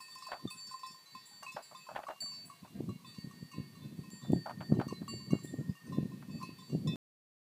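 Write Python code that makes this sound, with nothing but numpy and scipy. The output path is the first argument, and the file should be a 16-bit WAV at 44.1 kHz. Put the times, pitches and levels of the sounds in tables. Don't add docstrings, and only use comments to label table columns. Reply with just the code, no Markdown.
import sys
import numpy as np
from scipy import signal
from scipy.fft import rfft, irfft
from scipy.io import wavfile
from scipy.ndimage import uniform_filter1d

SR = 44100
rng = np.random.default_rng(int(sys.argv[2]) if len(sys.argv) > 2 else 0)


def unload_audio(sound):
    columns = np.transpose(np.atleast_2d(sound))
    steps = np.round(np.clip(columns, -1, 1) * 32767)
    wavfile.write(sys.argv[1], SR, steps.astype(np.int16))


N = 328545
T = np.arange(N) / SR
END_S, BAND_LIMIT_HZ = 6.9587, 15450

# frequency in Hz, level in dB within the family, time to fall 60 dB in seconds.
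BRONZE_MODES = [
    [(1828, 0, 2.5)],
    [(1853, 0, 2.5)],
    [(4553, 0, 1.1)],
    [(7344, 0, .6), (7356, -12, .5)],
    [(7885, -2, .3), (7838, -6, .25), (8870, -4, .45), (10824, -2, .3), (13722, -12, .15), (15030, -5, .15)],
]
TIN_LOW_MODES = [
    [(1041, 0, .27), (1060, -11, .12), (1019, -15, .14), (905, -20, .15)],
    [(2593, -1, .6), (2550, -11, .25), (2625, -14, .25)],
    [(3552, 0, .8)],
    [(3942, 0, .9), (1902, -6, 1.1)],
    [(5078, -4, .3), (5313, -3, .25), (5590, -7, .2), (6470, -11, .1), (6870, -10, .12), (7550, -12, .1),
     (8205, -10, .12), (8780, -9, .15), (9400, -13, .1), (10110, -11, .12), (12090, -13, .1)],
]
TIN_MID_MODES = [
    [(1122, -1, .11), (1165, -12, .1), (1075, -13, .08)],
    [(2795, 0, .65)],
    [(2201, 0, 1.2)],
    [(4047, 0, .9)],
    [(5862, -5, .12), (6358, -2, .08), (6150, -7, .08), (8060, -9, .1), (8672, -9, .1)],
]
TIN_HIGH_MODES = [
    [(1207, 0, .12)],
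    [(3582, 0, .15)],
]

# start in seconds, strength in dB, ring and treble in dB (shared out by the family law),
# hum in dB, direction from 0 to 1 across the hum pair (the two lowest modes).
BRONZE_BLOWS = [(.004, -54, -10, -7, -64.5, 0.04), (.099, -51, -12, -12.5, -66.5, 0),
                (.229, -50.5, -12, -16.5, -68, 0), (.502, -46.5, -17.5, -8.5, -82.5, 1),
                (.569, -44.5, -8, -19.5, -72, 0.85), (.699, -52.5, -4.5, -14, -69.5, 0.4),
                (.849, -54, -4.5, -14, -70.5, 0.2), (1.099, -54, -11, -28, -70, 0.6),
                (1.253, -56.5, -4.5, -5, -71, 1), (1.329, -54.5, -6, -14, -71.5, 0.9),
                (1.623, -59, -1.5, -3, -76, 0.2), (1.756, -58.5, 1, -20.5, -77, .8),
                (2.2036, -40, -9, -16, -77.5, 0.8), (2.452, -73, 1, 14.5, -94, 0.5),
                (3.058, -55, -12, -10, -75, .6), (3.169, -48, -23, -22, -64.5, .95),
                (3.349, -58.5, -12, -14, -66.5, 0.93), (3.499, -57.5, -29, -40, -68, 0.15),
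                (3.959, -64.5, -10, -4, -70, 1), (4.106, -58.5, 4, -5.5, -64.5, 1),
                (4.319, -58, -4, -5.5, -64.5, 0.7), (4.349, -52, -19, -22, -60.5, 0.2),
                (4.601, -53.5, -15, -30, -62, 0.35), (4.779, -58, -21, -27, -64, .55),
                (5.082, -47, -5.5, -12, -67.5, 0.6), (5.322, -60.5, 2.5, -21, -69.5, 0.4),
                (5.433, -67, 10, 6.5, -60.5, 0.83), (5.748, -66.5, -21, -21.5, -62, 0.2),
                (6.298, -55, -7, -28, -68.5, 0.6), (6.449, -58.5, -20.5, -26.5, -72.5, 0.9),
                (6.599, -56, -6.5, -15, -78.5, .2)]
# start in seconds, strength in dB, ring, upper ring and treble in dB
TIN_LOW_BLOWS = [(0.0034, -44.5, -9, -29, -15, 0.45), (0.082, -55.5, -2, -16, -9, 0.47),
                 (0.1563, -45, -0.5, -35, -13, 1), (0.1844, -53, -7, -20, -2, 0.87),
                 (0.2229, -49.5, -13, -25.5, -13.5, 0.52), (0.2534, -56, 7, -32.5, -24.5, 0.42),
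                 (0.2673, -38.5, -19.5, -31, -17.5, 0.42), (0.3945, -53, -30, -18, -17, 0.74),
                 (0.5084, -53, -0.5, -18, -11.5, 1), (0.5984, -62, -14, -24.5, -5, 1),
                 (0.6689, -64, -7, -17.5, 9, 0.97), (0.711, -47, -13, -35, -12, 1),
                 (0.7405, -33.5, -31, -43, -45, 0.43), (0.7926, -53.5, -14, -23, -6, 1),
                 (0.8325, -40, -6.5, -18, -24.5, 1), (0.8644, -40.5, -11, -41, -13.5, 0.67),
                 (0.9144, -77, -6, 7, 14, 0.55), (0.9443, -52, -11, -31, -13, 0.98),
                 (1.1495, -43.5, -22, -12.5, -17.5, 0.66), (1.4643, -47, 5, -22, -19, 0.57),
                 (1.5194, -58, -20, -11.5, 4.5, 0.98), (1.7472, -43, -12, -30, -18, 0.62),
                 (1.8666, -45, -12, -36, -21.5, 0.87), (2.3171, -45.5, -8.5, -61, -10, 0.49),
                 (2.518, -46.5, -30, -37, -30, 0.29), (2.6314, -59.5, -12, -14, -20, 0.6),
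                 (3.0458, -57.5, -6, -5, -14, 0.57), (3.1577, -65, -13, -10, -13, 0.7),
                 (3.533, -48, -8, -20.5, -31, 0.96), (3.8162, -63, -1, -8, -19, 1),
                 (4.0347, -60, -0.5, -21, -12, 1), (4.2218, -55.5, -22.5, -1.5, -20, 0.27),
                 (4.907, -40.5, -26, -39, -27, 0.35), (5.6291, -63, -15, -27, -13, 0.75),
                 (5.6885, -58, -23, -21, -15, 0.25), (5.8696, -58.5, -11, -18, -15, 0.44),
                 (5.9244, -47.5, -15, -17.5, -21, 1), (6.1175, -56.5, -3, -23.5, -14, 0.48),
                 (6.2924, -54.5, -7.5, -13, -24, 0.27), (6.4017, -52.5, -17.5, -27.5, -11, 0.63),
                 (6.4157, -38, -27.5, -29, -31, 0.55), (6.4298, -28, -16.5, -46, -32.5, 0.31),
                 (6.4985, -50, -5, -22, -29, 0.34), (6.586, -56, -10, -8.5, -10, 0.58),
                 (6.6213, -51, -23, -23, -21, 0.35), (6.8728, -52, -2.5, -0.5, -3.5, 0.62)]
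# start in seconds, strength in dB, ring, upper ring and treble in dB.
TIN_MID_BLOWS = [(0.222, -54.5, -23, -8, -13), (1.0584, -70.5, -16, 15, 5), (1.43, -53, -7, -30.5, -5),
                 (1.479, -57, -18, 1, -3), (2.0674, -44.5, -21, -24.5, -26), (2.1605, -63.5, -6, -12, -15),
                 (2.2593, -59.5, -12.5, -7.5, -9), (2.3356, -64.5, -16, 2, -8), (2.499, -48, -20, -20, -27),
                 (2.6758, -64, -13.5, -8, -11), (2.8907, -52.5, -18.5, -12, -18),
                 (2.9991, -65.5, -17, -7, -16), (3.1445, -64, -15, -3, -1), (3.3094, -57.5, -18, -16, -11),
                 (3.515, -61.5, -9, -11, -1), (3.753, -61.5, -16, -3.5, -5.5), (4.0494, -82, -4, -10, -10),
                 (4.2158, -60, -26, -17.5, -12), (4.7384, -59, -19, -11, -17), (4.8838, -48, -25, -26, -13),
                 (4.928, -56.5, -30, 2.5, -7.5), (5.079, -45, -16, -19, -21),
                 (5.3053, -54.5, -9.5, -7, -6.5), (5.3874, -59, -24, -5, -11), (5.7514, -62, -9, -36, -9),
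                 (5.921, -52.5, -21, -15.5, -24), (6.4133, -46, -29, -25.5, -29), (6.696, -67, -12, -3, 0)]
# start in seconds, strength in dB, ring in dB.
TIN_HIGH_BLOWS = [(.1196, -66.5, 9), (0.4746, -52, 6), (1.7534, -56, -0.5), (3.0894, -70, 10),
                  (4.6478, -83, 16), (5.473, -73.5, 13.5)]

# dB over the strength, share of ring, of treble.
BRONZE_LAW = [(0, 0, 0), (0, 1, 0), (0, 0, 1)]
# dB over the strength, share of ring, of upper ring, of treble.
TIN_LOW_LAW = [(3.5, 0.045, 0.22, 0), (-1, 0.95, 0.13, 0.056), (-0.5, 0.28, 0.88, 0.078),
               (-6, 0.061, 0.58, 0.29), (-3, 0.028, 0.12, 0.92)]
TIN_MID_LAW = [(8, 0.25, 0, 0), (4, 0.75, 0.051, 0.21), (-1.5, .5, 0.33, 0.3), (-1, 0.16, 0.78, 0.015),
               (-2.5, 0.067, 0, 0.76)]
# dB over the strength, share of ring.
TIN_HIGH_LAW = [(0, 0), (0, 1)]

# time in seconds, half width in seconds.
BEAT_DIPS = [(.05, 0.0035), (.2, 0.021), (.56, 0.051), (1.06, 0.01), (1.28, 0.02), (1.54, 0.015),
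             (3.3, 0.13), (4.57, 0.028), (4.76, 0.043), (6.62, 0.0085)]
# frequency in Hz, density in dB per Hz.
GLITTER_SPECTRUM = [(3000, -42.5), (5000, -16), (7000, -2), (10000, -21), (14000, -22.5), (16000, -31.5)]
# start in seconds, starting rms in dB, pitch in Hz.
FAR_TONES = [(.56, -70, 1480), (.69, -64, 1500), (.71, -60, 8200), (1.08, -66, 1100), (1.31, -62.5, 830),
             (1.33, -69, 1500), (1.62, -61, 4939), (1.76, -59, 4850), (1.77, -63, 10110), (4.75, -69, 3050),
             (4.885, -52, 4470), (5.2, -58.5, 1040), (5.69, -65, 4850), (5.865, -67, 6100),
             (5.865, -65, 8800), (6.428, -55, 4200), (6.43, -60, 10100), (6.43, -62, 6150)]

# time in seconds, level in dB.
WIND_LEVEL = [(0, -69), (.3, -71), (.75, -70), (1.3, -70), (2.15, -65.5), (2.4, -57), (2.58, -64.5),
              (2.8, -44.5), (3.08, -58), (3.3, -51), (3.75, -47), (4.2, -49.5), (4.55, -46.5), (5.1, -44.5),
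              (5.5, -48), (5.68, -44.5), (5.76, -64), (5.86, -44.5), (6.2, -44.5), (6.45, -44),
              (6.57, -51.5), (6.66, -46.5), (6.95, -34.5)]
# frequency in Hz, density in dB per Hz.
BUFFET_SPECTRUM = [(15, -75.5), (25, -46), (49, -30), (138, 4), (211, 1.5), (330, -12), (376, -12),
                   (468, -21.5), (723, -32), (800, -34), (1040, -74), (1760, -120)]
# crest in seconds, level in dB, centre in Hz.
WIND_POPS = [(.431, -46, 211), (0.455, -28.5, 260), (0.561, -53.5, 187), (0.688, -54, 168),
             (0.911, -55, 190), (1.158, -51, 176), (1.411, -56, 187), (1.55, -47, 190), (1.949, -50, 193),
             (2.242, -46, 192), (2.458, -46.5, 181), (2.632, -40.5, 193), (2.756, -36.5, 167),
             (2.779, -41.5, 176), (2.806, -26.5, 270), (2.84, -37.5, 240), (2.89, -32.5, 194),
             (2.961, -43.5, 190), (3.187, -34, 178), (3.246, -35.5, 196), (3.273, -38, 173),
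             (3.429, -34, 182), (3.453, -51, 171), (3.584, -28.5, 190), (3.602, -28.5, 162),
             (3.859, -39.5, 171), (3.993, -32.5, 161), (4.135, -41, 196), (4.237, -39.5, 189),
             (4.304, -22.5, 203), (4.334, -14, 277), (4.361, -27.5, 265), (4.703, -31.5, 268),
             (4.723, -14.5, 217), (4.771, -27.5, 294), (4.792, -22.5, 270), (4.807, -26, 295),
             (4.823, -49, 222), (4.87, -29, 220), (4.927, -27.5, 330), (5.019, -32.5, 188),
             (5.139, -31, 258), (5.276, -45, 214), (5.334, -16.5, 241), (5.353, -27, 227),
             (5.448, -33, 258), (5.542, -25, 238), (5.589, -29.5, 197), (5.611, -34, 248),
             (5.697, -25, 151), (5.885, -37, 208), (5.931, -37, 203), (5.958, -59, 211), (5.974, -30, 216),
             (5.986, -22, 218), (6.007, -31.5, 177), (6.03, -28.5, 204), (6.057, -28.5, 170),
             (6.116, -50, 176), (6.287, -38.5, 200), (6.303, -37, 182), (6.35, -34.5, 162),
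             (6.438, -39, 206), (6.493, -37.5, 235), (6.702, -38, 270), (6.733, -29, 234),
             (6.751, -22, 242), (6.858, -48, 174), (6.869, -32, 227), (6.897, -41, 217),
             (6.936, -28.5, 235)]

# start in seconds, level in dB, relative level of the treble part in dB, before trims.
RUSTLE_BURSTS = [(0.284, -48, -21.5), (.315, -37, -11.5), (.326, -38, -12.5), (0.348, -49, -26),
                 (1.424, -50.5, -11), (1.563, -35, -20.5), (1.589, -48, -33), (1.711, -52, -57),
                 (1.887, -41.5, -37), (1.911, -47.5, -36), (1.948, -49, -11), (1.957, -38, -9),
                 (1.984, -42.5, -31), (2.009, -55.5, -28.5), (2.030, -49, -8), (2.083, -38, -21.5),
                 (2.102, -43.5, -14), (2.227, -61, -21.5), (2.646, -54, -18), (4.241, -50, -20.5),
                 (4.458, -37, -32), (4.494, -40.5, -20), (4.604, -42.5, -10), (4.715, -46.5, -25),
                 (4.795, -42.5, -10), (4.809, -38.5, -18), (5.016, -54, -30), (5.331, -51, -35),
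                 (6.222, -58.5, -5)]
# frequency in Hz, density in dB per Hz.
RUSTLE_SPECTRUM = [(250, -53), (400, -40), (600, -2.5), (950, -7), (1500, -6), (2200, -16), (3600, -22.5),
                   (4500, -46.5), (7000, -77)]
# start in seconds, level in dB before a trim.
DRY_TICKS = [(0.1536, -53), (0.2528, -53), (0.5028, -53), (1.149, -61), (1.4313, -54), (2.2049, -53),
             (3.1862, -60), (4.104, -55), (4.3206, -50.5), (4.8808, -54), (5.0799, -53), (5.3218, -52),
             (5.434, -59), (5.4554, -53), (5.9559, -65), (6.4285, -51), (6.5844, -59)]

# time in seconds, pitch in Hz, rms of one partial in dB ahead of throat and flutter.
BLEAT_COURSE = [(2.221, 229.4, -75), (2.299, 228, -91), (2.41, 211.7, -84), (2.461, 231, -86),
                (2.56, 230, -88), (2.68, 224, -93), (2.8, 232, -79)]
# frequency in Hz, gain in dB.
THROAT_GAIN = [(200, -41.5), (690, 11), (1100, -36), (1600, 4), (2300, -3.5), (2900, -15.5)]
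# frequency in Hz, density in dB per Hz.
HISS_SPECTRUM = [(180, -47.5), (300, -7), (766, -10.5), (1050, -2.5), (1340, -12), (1860, -10.5),
                 (2380, -9.5), (4310, -10.5), (4530, -2), (4840, -12), (15300, -14.5)]


def amp(db):
    return 10 ** (np.asarray(db) / 20)


def evened(x):
    return x / np.sqrt(np.mean(x ** 2) + 1e-20)


def read(points, hz):
    f, value = np.transpose(points)
    return np.interp(np.log(hz + 1), np.log(f + 1), value)


def coloured(points, size):
    hz = np.fft.rfftfreq(size, 1 / SR)
    spectrum = rfft(rng.standard_normal(size)) * amp(read(points, hz))
    return evened(irfft(spectrum, size))


def wander(hz):
    low_pass = signal.butter(2, hz, fs=SR, output="sos")
    return evened(signal.sosfilt(low_pass, rng.standard_normal(N)))


def add(mix, s, sound):
    part = mix[round(s * SR):][:len(sound)]
    part += sound[:len(part)]


def flock():
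    big, low, mid, high = map(np.array, (BRONZE_BLOWS, TIN_LOW_BLOWS, TIN_MID_BLOWS, TIN_HIGH_BLOWS))
    side = np.clip(big[:, -1:], .01, .99)
    hum_db = big[:, -2:-1] + 10 * np.log10(np.hstack([1 - side, side]))
    bronze_hits = np.hstack([hum_db, blow_levels(big, BRONZE_LAW)])
    bronze = ring_on(BRONZE_MODES, big[:, 0], bronze_hits, keep_db=-15)
    tin_low = ring_on(TIN_LOW_MODES, low[:, 0], blow_levels(low, TIN_LOW_LAW), keep_db=-13.5)
    tin_mid = ring_on(TIN_MID_MODES, mid[:, 0], blow_levels(mid, TIN_MID_LAW), keep_db=-13.5)
    tin_high = ring_on(TIN_HIGH_MODES, high[:, 0], blow_levels(high, TIN_HIGH_LAW), keep_db=-13.5)
    return (bell(BRONZE_MODES, bronze, tick_db=-13, soft_db=-51.0, jangle_db=-18.5, waver_db=0.3,
                 beat_dips=BEAT_DIPS)
            + bell(TIN_LOW_MODES, tin_low, tick_db=-0.5, soft_db=-75.0, jangle_db=-1.5, waver_db=5.0,
                   length=low[:, -1])
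            + bell(TIN_MID_MODES, tin_mid, tick_db=-2.5, soft_db=-84.0, jangle_db=-1.0, waver_db=3.5)
            + bell(TIN_HIGH_MODES, tin_high, tick_db=-22, soft_db=-63, jangle_db=-19.0, waver_db=1.5)
            + far_bells())


def blow_levels(rows, law):
    law = np.array(law)
    strength_db = rows[:, 1:2]
    colour_db = rows[:, 2:law.shape[1] + 1]
    return strength_db + law[:, 0] + colour_db @ law[:, 1:].T


def ring_on(families, s, hit_db, keep_db):
    t60 = np.array([family[0][-1] for family in families])
    ring_db = hit_db.copy()
    for i in range(1, len(s)):
        left_db = ring_db[i - 1] - 60 * (s[i] - s[i - 1]) / t60 + keep_db
        ring_db[i] = 10 * np.log10(amp(2 * hit_db[i]) + amp(2 * left_db))
    return np.column_stack([s, hit_db[:, -1], ring_db])


def bell(families, blows, tick_db, soft_db, jangle_db, waver_db, beat_dips=(), length=1):
    last = np.searchsorted(blows[:, 0], T) - 1
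    before = np.maximum(last - 1, 0)
    since = np.where(last < 0, 9, T - blows[last, 0])
    older = np.where(last < 1, 9, T - blows[before, 0])
    rise_s = np.minimum(0.00053 * (1 + amp(2 * (soft_db - blows[last, -1]))), .035)
    heard = T + 7e-4 * np.cumsum(wander(9.1)) / SR
    struck = np.interp(blows[:, 0], T, heard)
    ring = np.zeros(N)
    for k, family in enumerate(families):
        depth_db = waver_db * (.35 if k == 0 else 1)
        swing = amp(depth_db * np.clip(wander(7.8), -2, 2))
        turn = rng.random()
        if k == 2:
            for s, width in beat_dips:
                swing = swing * np.tanh((T - s) / width)
        chance = np.clip(rng.standard_normal((len(blows), len(family))), -2, 1.2)
        share_db = .4 * (len(family) - 1) * chance
        for j, (hz, db, t60) in enumerate(family):
            start_db = blows[:, 2 + k] + db + share_db[:, j]
            fall_db = 60 / (t60 * (length if k == 0 else 1)) * np.ones(len(blows))
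            lead = (family[0][0] - hz) * struck + turn
            old_share = np.exp(-since / (rise_s + 1.4 / hz))
            new_level = amp(start_db[last] - fall_db[last] * since)
            new = new_level * np.sin(2 * np.pi * (hz * heard + lead[last]))
            old_level = amp(start_db[before] - fall_db[before] * older)
            old = old_level * np.sin(2 * np.pi * (hz * heard + lead[before]))
            ring += np.sqrt(2) * swing * ((1 - old_share) * new + old_share * old)
    tick = amp(blows[last, 1] + tick_db - 60 * since / 0.013) * np.diff(rng.standard_normal(N + 1))
    jangle = amp(blows[last, -1] + jangle_db - 60 * since / .3 + 2.0 * wander(110)) * glitter()
    return ring + tick + jangle


def glitter(count=70):
    hz = np.fft.rfftfreq(N, 1 / SR)
    heaps = np.zeros(len(hz))
    heaps[np.searchsorted(hz, rng.uniform(4200, 14500, count))] = amp(6.7 * rng.standard_normal(count))
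    heaps = signal.oaconvolve(heaps, np.hanning(600), "same") + 0.074
    return evened(irfft(rfft(coloured(GLITTER_SPECTRUM, N)) * heaps, N))


def far_bells(count=190, clanks=60):
    out, t = np.zeros(N), np.arange(SR // 2) / SR
    u, v = rng.random((count, 4)), rng.random((clanks, 3))
    # (s, starting rms dB, Hz, t60 s)
    clear = [(*row, 0.16) for row in FAR_TONES]
    faint = np.transpose([END_S * u[:, 0], -76 + 8.0 * (u[:, 1] - .5), 850 * 11 ** u[:, 2], .1 + .3 * u[:, 3]])
    dull = [(END_S * a, -70 + 10 * (b - .5), 1100 + 260 * (c - .5), .12) for a, b, c in v]
    for s, db, hz, t60 in [*clear, *faint, *dull]:
        level = np.sqrt(2) * amp(db - 60 * t / t60) * np.minimum(t / 0.00426, 1)
        add(out, s, level * np.sin(2 * np.pi * hz * t))
    return out


def wind():
    trim_db, swell_db, swell_s = -6.0, -16, 0.016
    level = amp(np.interp(T, *np.transpose(WIND_LEVEL)) + trim_db)
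    for s, db, hz in WIND_POPS:
        level += amp(db + swell_db) * np.exp(-abs(T - s) / swell_s)
    out = level * amp(3.76 * wander(7.7)) * coloured(BUFFET_SPECTRUM, N)
    t = np.arange(-1500, 1500) / SR
    for (s, db, hz), turn in zip(WIND_POPS, rng.random(len(WIND_POPS))):
        span = 1.205 / (2 * hz)
        sharp = amp(0.18 * (db + 19.0) - 10.5) * np.exp(-(1.7 * t / span) ** 2)
        overtone = sharp * np.cos(2 * np.pi * (2.06 * hz * t + 3 * turn))
        wave = np.cos(2 * np.pi * (hz * t + turn)) + overtone
        add(out, s + t[0], amp(db) * wave * np.exp(-(t / span) ** 2))
    bass_cut = signal.butter(3, 70., "high", fs=SR, output="sos")
    return signal.sosfilt(bass_cut, out)


def rustles():
    t60, rise_s = .12, 0.00336
    out, t = np.zeros(N), np.arange(8192) / SR
    bright = [(hz, level - 25 * np.clip(np.log2(1500 / hz), 0, 2)) for hz, level in RUSTLE_SPECTRUM]
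    dull = [(hz, level - 25 * np.clip(np.log2(hz / 1200), 0, 2)) for hz, level in RUSTLE_SPECTRUM]
    fall_db = -60 * np.maximum(t - rise_s, 0) / t60
    for s, db, treble_db in RUSTLE_BURSTS:
        grain = amp(3.3 * evened(uniform_filter1d(rng.standard_normal(len(t)), size=70)))
        treble = amp(treble_db + 6.0 + .5 * fall_db)
        noise = coloured(dull, len(t)) + treble * coloured(bright, len(t))
        add(out, s, np.minimum(t / rise_s, 1) * amp(db - 1.5 + fall_db) * grain * noise)
    return out


def ticks():
    out, t = np.zeros(N), np.arange(300) / SR
    for s, db in DRY_TICKS:
        add(out, s, amp(db + 6.0 - 60 * t / 0.0074) * rng.standard_normal(len(t)))
    return out


def bleat():
    s, hz, db = np.transpose(BLEAT_COURSE)
    pitch = np.interp(T, s, hz) * (1 + 0.02 * wander(40))
    turns = np.cumsum(pitch) / SR
    voice = sum(amp(read(THROAT_GAIN, k * pitch)) * np.cos(2 * np.pi * k * turns) for k in range(1, 13))
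    flutter_db = 4 * wander(45)
    return np.sqrt(2) * voice * amp(np.interp(T, s, db, -120, -120) + flutter_db)


def hiss():
    return amp(-65.5) * coloured(HISS_SPECTRUM, N)


def scene():
    return (flock() + wind() + rustles() + ticks() + bleat() + hiss())[None]


def record(dry):
    low_pass = signal.firwin(301, BAND_LIMIT_HZ, window=("kaiser", 9), fs=SR)
    return signal.oaconvolve(dry * (T < END_S), low_pass[None], "same")


dry = scene()
out = record(dry)
unload_audio(out)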